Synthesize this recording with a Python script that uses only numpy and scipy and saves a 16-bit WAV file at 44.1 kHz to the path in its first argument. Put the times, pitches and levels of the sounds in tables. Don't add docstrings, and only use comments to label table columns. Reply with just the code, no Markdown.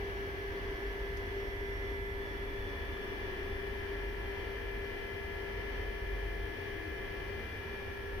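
import sys
import numpy as np
from scipy.fft import rfft, irfft, next_fast_len
from scipy.io import wavfile
from scipy.ndimage import map_coordinates

SR = 44100
rng = np.random.default_rng(int(sys.argv[2]) if len(sys.argv) > 2 else 0)


def materialize(psi):
    bounded = np.clip(np.atleast_2d(psi).T, -1, 1)
    quanta = np.round(bounded * 32767).astype(np.int16)
    wavfile.write(sys.argv[1], SR, quanta)


N = 361619


def amp(db):
    return 10 ** (np.asarray(db) / 20)


def unit(x):
    return x / np.sqrt(np.mean(x ** 2) + 1e-20)


def along(points, hz):
    pitches, values = np.transpose(points)
    return np.interp(np.log(hz + 1), np.log(pitches + 1), values)


def curves(rows):
    times, *columns = np.transpose(rows)
    return np.array([np.interp(np.arange(N) / SR, times, column) for column in columns])


def wobble(rate):
    coarse = np.linspace(0, N / SR, 2048)
    smooth = map_coordinates(rng.standard_normal(1024), [coarse * rate], mode="wrap")
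    return np.interp(np.arange(N) / SR, coarse, smooth)


# pitch_hz, left_minus_right_db
BALANCE = [(80, -0.3), (200, 0.5), (400, 2.5), (800, -1), (1500, 0), (1900, 4), (2600, 4.5), (3500, 0),
           (4500, -3), (5200, 0), (6000, 2.5), (8800, -5), (11000, 0), (14000, 1.5)]
def sides(hz):
    half = along(BALANCE, np.atleast_1d(hz)) / 2
    return amp(np.array([half, -half]))


# pitch_hz, likeness_ratio
LIKENESS = [(40, 0.98), (100, 0.76), (450, 0.94), (740, 0.5), (1200, 0.07)]
def rush(density):
    size = next_fast_len(N)
    hz = np.fft.rfftfreq(size, 1 / SR)
    spread = np.arccos(along(LIKENESS, hz)) / 2
    mid, side = rfft(rng.standard_normal((2, size))) * [np.cos(spread), np.sin(spread)]
    spectrum = np.array([mid + side, mid - side]) * sides(hz) * density(hz)
    return irfft(spectrum, size)[:, :N] * np.sqrt(SR / 2)


def shaped(spectrum):
    return rush(lambda hz: amp(along(spectrum, hz)))


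def tone(phase, lead, flutter):
    size = 1 + flutter * wobble(rate=22)
    phase = phase + rng.uniform(0, 2 * np.pi) + flutter * wobble(rate=22)
    return np.sqrt(2) * size * np.sin([phase + lead / 2, phase - lead / 2])


def roaming(phase, hz, fade_db, flutter):
    spread = np.arccos(along(LIKENESS, hz))
    lead = spread * (rng.choice([-1, 1]) + 0.5 * wobble(rate=0.85))
    fading = unit(amp(fade_db * np.array([wobble(rate=1.33), wobble(rate=1.57)])))
    return sides(hz) * fading * tone(phase, lead, flutter)


# time_s, left_db, right_db
BLADE_LEVELS = [(0, -43.5, -43.5), (1.3, -44, -46), (1.4, -40.5, -43), (1.8, -44, -47), (2, -42, -44.5),
                (3.3, -46, -52.5), (3.5, -42.5, -48), (5.29, -44.5, -55), (5.49, -42, -51),
                (5.69, -44.5, -54.5), (6.79, -46.5, -57), (7.39, -44.5, -50), (7.49, -57, -66),
                (7.69, -49, -49.5), (8.19, -45.5, -47.5)]
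def blade_tone(shaft, path, blades=7, trim_db=0.76):
    return amp(curves(BLADE_LEVELS) + trim_db) * tone(blades * shaft, -0.12 + 0.75 * path, flutter=0.059)


FAN_WHINES = {30: [(0.0, -50, -48.5, 2.65), (0.9, -51.5, -49, 4.1), (2.4, -58, -51, 2.8),
              (2.9, -64.2, -50, 4.9), (3.1, -57.5, -49.5, 8.3), (5.7, -50, -57.5, 5.6),
              (7.1, -50.5, -53, 6.6), (7.3, -53.8, -58, 7.1), (8.1, -52, -55.5, 5.6)],
              36: [(0.0, -60, -57.5, 1.5), (1.9, -54, -46, 3), (2.5, -57, -52, 2.6), (3.2, -53.5, -59, 2.5),
              (5.2, -51.5, -54, 1.8), (6.1, -61.2, -53, 1.0), (7.1, -58.5, -54, -0.7),
              (7.5, -51.5, -61.5, 1.5), (8.1, -63, -67, 4)], 42: [(0.0, -65, -67.6, -1.5),
              (1.6, -61, -82.5, -5), (1.7, -63.6, -81.1, 3), (2.4, -62, -79, 1.8), (2.8, -54.5, -64.8, 3),
              (4.8, -53.5, -59.3, 2), (6.2, -54.0, -68, 4), (7.8, -51, -62.1, 0.9), (8.1, -58.5, -76, 0)]}
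def fan_whines(shaft, trim_db=0.5):
    out = 0
    for multiple, rows in FAN_WHINES.items():
        *level_db, lead = curves(rows)
        out += amp(np.array(level_db) + trim_db) * tone(multiple * shaft, lead, flutter=0.087)
    return out


def standing_wave(path, db, echo, node, spacing):
    return amp(db) * np.abs(1 - np.clip(echo, 0, 1) * np.exp(2j * np.pi * (path - node) / spacing))


# shaft_multiple, then for left and for right
# (direct_db, echo_ratio, node_faces, spacing_faces), then left_lead_rad, lead_rad_per_face
OVERTONE_WAVES = [(12, -60.5, 0.71, 0.58, 0.93, -61, 0.91, 1.48, 1.87, 2, -0.06),
                  (24, -68, 0.54, 1.1, 1.26, -59.5, 0.19, 1.2, 1.05, -3, 0.76),
                  (31, -61.5, 0.96, 0.22, 1.5, -66, 0.32, 0.77, 2.5, 0, 0.4),
                  (32, -60, 0.62, 0.02, 1.45, -72, 0.29, 0.45, 1, -2, 0.4),
                  (40, -62.5, 0.31, 0.73, 2.4, -69.5, 0.45, 0.81, 1.6, 1.2, 0.2)]
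def fan_overtones(shaft, path, trim_db=0.75):
    out = 0
    for multiple, *waves, lead, lead_slope in OVERTONE_WAVES:
        gains = np.array([standing_wave(path, *wave) for wave in np.reshape(waves, (2, -1))])
        out += amp(trim_db) * gains * tone(multiple * shaft, lead + lead_slope * path, flutter=0.093)
    return out


# shaft_multiple, level_db
WEAK_TONES = [(4, -68), (5, -65), (9, -68), (10, -67), (13, -72), (14, -71), (16, -72), (17, -68),
              (20, -74), (28, -64), (29, -71), (33, -67), (34, -68), (35, -66), (38, -71), (41, -65),
              (43, -73)]
def weak_tones(shaft, mean_hz, trim_db=0.3):
    return sum(amp(db + trim_db) * roaming(multiple * shaft, multiple * mean_hz, fade_db=2.5, flutter=0.28)
               for multiple, db in WEAK_TONES)


def whirr(shaft, gain_db=8.5, size=1024):
    hz = np.arange(size // 2 + 1) * SHAFT_SPEED[0][1]
    colour = sides(hz) * amp(along(AIRFLOW, hz)) * (hz > 0)
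    patterns = irfft(rfft(rng.standard_normal((3, 2, size))) * colour) * np.sqrt(size / 2)
    angle = np.arange(size) * 2 * np.pi / size
    mix = np.array([wobble(rate=0.91) for _ in patterns])
    mix /= np.sqrt(np.sum(mix ** 2, axis=0) + 0.14)
    out = 0
    for share, pair in zip(mix, patterns):
        out += share * np.array([np.interp(shaft, angle, side, period=2 * np.pi) for side in pair])
    return amp(gain_db) * out


# time_s, speed_hz
SHAFT_SPEED = [(0.0, 56.822), (0.6, 56.791), (0.7, 56.754), (1.2, 56.806), (2.8, 56.849), (3.0, 56.884),
               (3.2, 56.956), (3.7, 56.861), (3.9, 56.915), (5.1, 56.813), (5.5, 56.865), (5.7, 56.84),
               (6.0, 56.922), (6.3, 56.906), (6.9, 57.005), (7.6, 56.832), (7.9, 56.86), (8.1, 56.932)]
def main_fan(path):
    speed = curves(SHAFT_SPEED)[0] + 0.0066 * wobble(rate=6)
    shaft = 2 * np.pi * np.cumsum(speed) / SR
    clear_tones = blade_tone(shaft, path) + fan_whines(shaft) + fan_overtones(shaft, path)
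    return clear_tones + weak_tones(shaft, speed.mean()) + whirr(shaft)


# pitch_hz, level_db
NEIGHBOUR_TONES = [(319, -63), (375, -60), (434, -61), (463, -64), (1688, -67), (1755, -67), (2500, -74),
                   (3275, -74), (5798, -87), (5965, -89)]
def other_fans():
    time = np.cumsum(1 + 0.0005 * wobble(rate=2.5)) / SR
    return sum(amp(db) * roaming(2 * np.pi * hz * time, hz, fade_db=5.5, flutter=0.29)
               for hz, db in NEIGHBOUR_TONES)


# pitch_hz, loudest_db, place_faces, loss_db_per_face
BEARING_WHISTLES = [(3125, -70, 1.0, 14), (3415, -70, 0.49, 43), (3467, -66.5, 0.53, 30),
                    (3430, -76, 0.72, 15), (3440, -64, 1.8, 22), (5560, -75, 0.29, 12),
                    (5570, -77.5, 1.3, 13), (5450, -83, 1.15, 14)]
def bearings(path, waver=0.0015, flicker_db=2.0):
    out = 0
    for hz, db, place, loss_db in BEARING_WHISTLES:
        phase = 2 * np.pi * hz * np.cumsum(1 + waver * wobble(rate=7)) / SR
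        flicker = unit(amp(flicker_db * wobble(rate=11)))
        gain = amp(db - loss_db * np.abs(path - place))
        out += gain * flicker * roaming(phase, hz, fade_db=-1.2, flutter=0.49)
    return out


# pitch_hz, density_db
AIRFLOW = [(60, -100), (150, -80.5), (290, -79.5), (450, -77), (620, -84), (980, -83), (1450, -88.5),
           (2050, -84), (2500, -90), (3350, -89), (3750, -98), (5150, -103), (5700, -102), (6400, -108),
           (7400, -130)]
# pitch_hz, width_hz, peak_density_db, place_faces, loss_one_face_away_db
CASE_RESONANCES = [(287, 41, -75, 0.47, 112), (394, 62, -70.5, 0.35, 5), (955, 103, -82, 0.55, 23),
                   (1160, 220, -85.5, 0.57, 150), (215, 39, -77, 0.55, 150), (1754, 200, -77, 1.37, 3),
                   (3100, 33, -79.5, 0.99, 25), (2920, 350, -89.5, 0.4, 0), (3405, 30, -79.5, 0.43, 75),
                   (4540, 550, -99.5, .2, 1), (5560, 390, -104, 0.37, 0), (5900, 370, -104, 0.02, 30)]
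# time_s, gain_db
DRAUGHT = [(0, 1.5), (2.2, -0.56), (3, 1), (3.8, 0.4), (5.8, 0.5), (7.1, 0.1), (8.2, 0.9)]
def vents(path):
    air = shaped(AIRFLOW)
    for centre, width, db, place, loss_db in CASE_RESONANCES:
        band = rush(lambda hz: 1 / (1 + 2 * ((hz - centre) / width) ** 2))
        air += amp(db - loss_db * (path - place) ** 2) * band
    return air * amp(curves(DRAUGHT)[0] + 0.66 * wobble(rate=4.83))


# time_s, level_db
ROOM_DRONE = [(0, -45.2), (0.4, -48), (0.9, -42.5), (1.6, -47.5), (1.8, -44.5), (3.9, -49.5), (4.1, -40.5),
              (4.39, -48), (4.69, -43.5), (4.99, -55), (5.99, -38), (6.39, -38), (6.69, -61), (7.29, -45.5),
              (7.49, -67), (8.19, -45)]
# pitch_hz, density_db
ROOM_RUMBLE = [(12, -84), (20, -68), (28, -59.5), (35, -74), (55, -63.5), (75, -64), (98, -65),
               (115, -76.5), (160, -84), (500, -150)]
def ventilation(drone_hz=46.0, trim_db=-0.7, rumble_follows=0.032):
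    drone_db = curves(ROOM_DRONE)[0]
    swell_db = drone_db - drone_db.mean()
    unrest = np.clip(amp(-swell_db), 0, 1)
    phase = 2 * np.pi * np.cumsum(drone_hz + 2.22 * unrest * wobble(rate=4.6)) / SR
    throb = unit(1 + 0.24 * unrest * wobble(rate=9))
    drone = amp(drone_db + trim_db) * throb * tone(phase, lead=0.27, flutter=0.091)
    return drone + amp(rumble_follows * swell_db) * shaped(ROOM_RUMBLE)


# pitch_hz, line_level_db
WHINE_SPECTRUM = [(5000, -93), (6800, -96), (8300, -99), (9200, -93), (11000, -94), (12500, -102)]
def electronics(spacing_hz=250):
    t = np.arange(SR) / SR
    one_second = 0
    for hz in spacing_hz * np.arange(20, 51):
        phase = 2 * np.pi * (hz * t + 0.35 * rng.random((2, 1)))
        one_second += amp(along(WHINE_SPECTRUM, hz)) * sides(hz) * np.sin(phase)
    return np.sqrt(2) * np.tile(one_second, N // SR + 1)[:, :N]


# pitch_hz, density_db
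SELF_NOISE = [(3000, -120), (7300, -116), (8600, -114.5), (9700, -112), (10700, -105.5), (14000, -106.5),
              (15700, -109.5)]
def microphone_hiss():
    return shaped(SELF_NOISE)


# start_s, level_db, t60_s
TICK = (1.171, -53, .06)
def tick(start_s, level_db, t60_s):
    age = np.arange(N) / SR - start_s
    # pitch_hz, relative_db
    colour = [(3000, -25), (5000, 0), (6400, -3), (8000, -24), (11000, -10), (13500, -15), (16000, -22)]
    return amp(level_db - 60 * np.abs(age) / t60_s) * (age > 0) * unit(shaped(colour))


# time_s, travel_faces (lengths of the switch's face)
MICROPHONE_PATH = [(0, 0), (5.5, 1), (7, 1.2), (8.2, 1.6)]
def scene():
    path = curves(MICROPHONE_PATH)[0]
    cooling = main_fan(path) + other_fans() + bearings(path) + vents(path)
    return cooling + ventilation() + electronics() + microphone_hiss() + tick(*TICK)


def record(dry, top_hz=15740):
    size = next_fast_len(N + SR // 4)
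    passband = np.fft.rfftfreq(size, 1 / SR) < top_hz
    return irfft(rfft(dry, size) * passband, size)[:, :N]


dry = scene()
out = record(dry)
materialize(out)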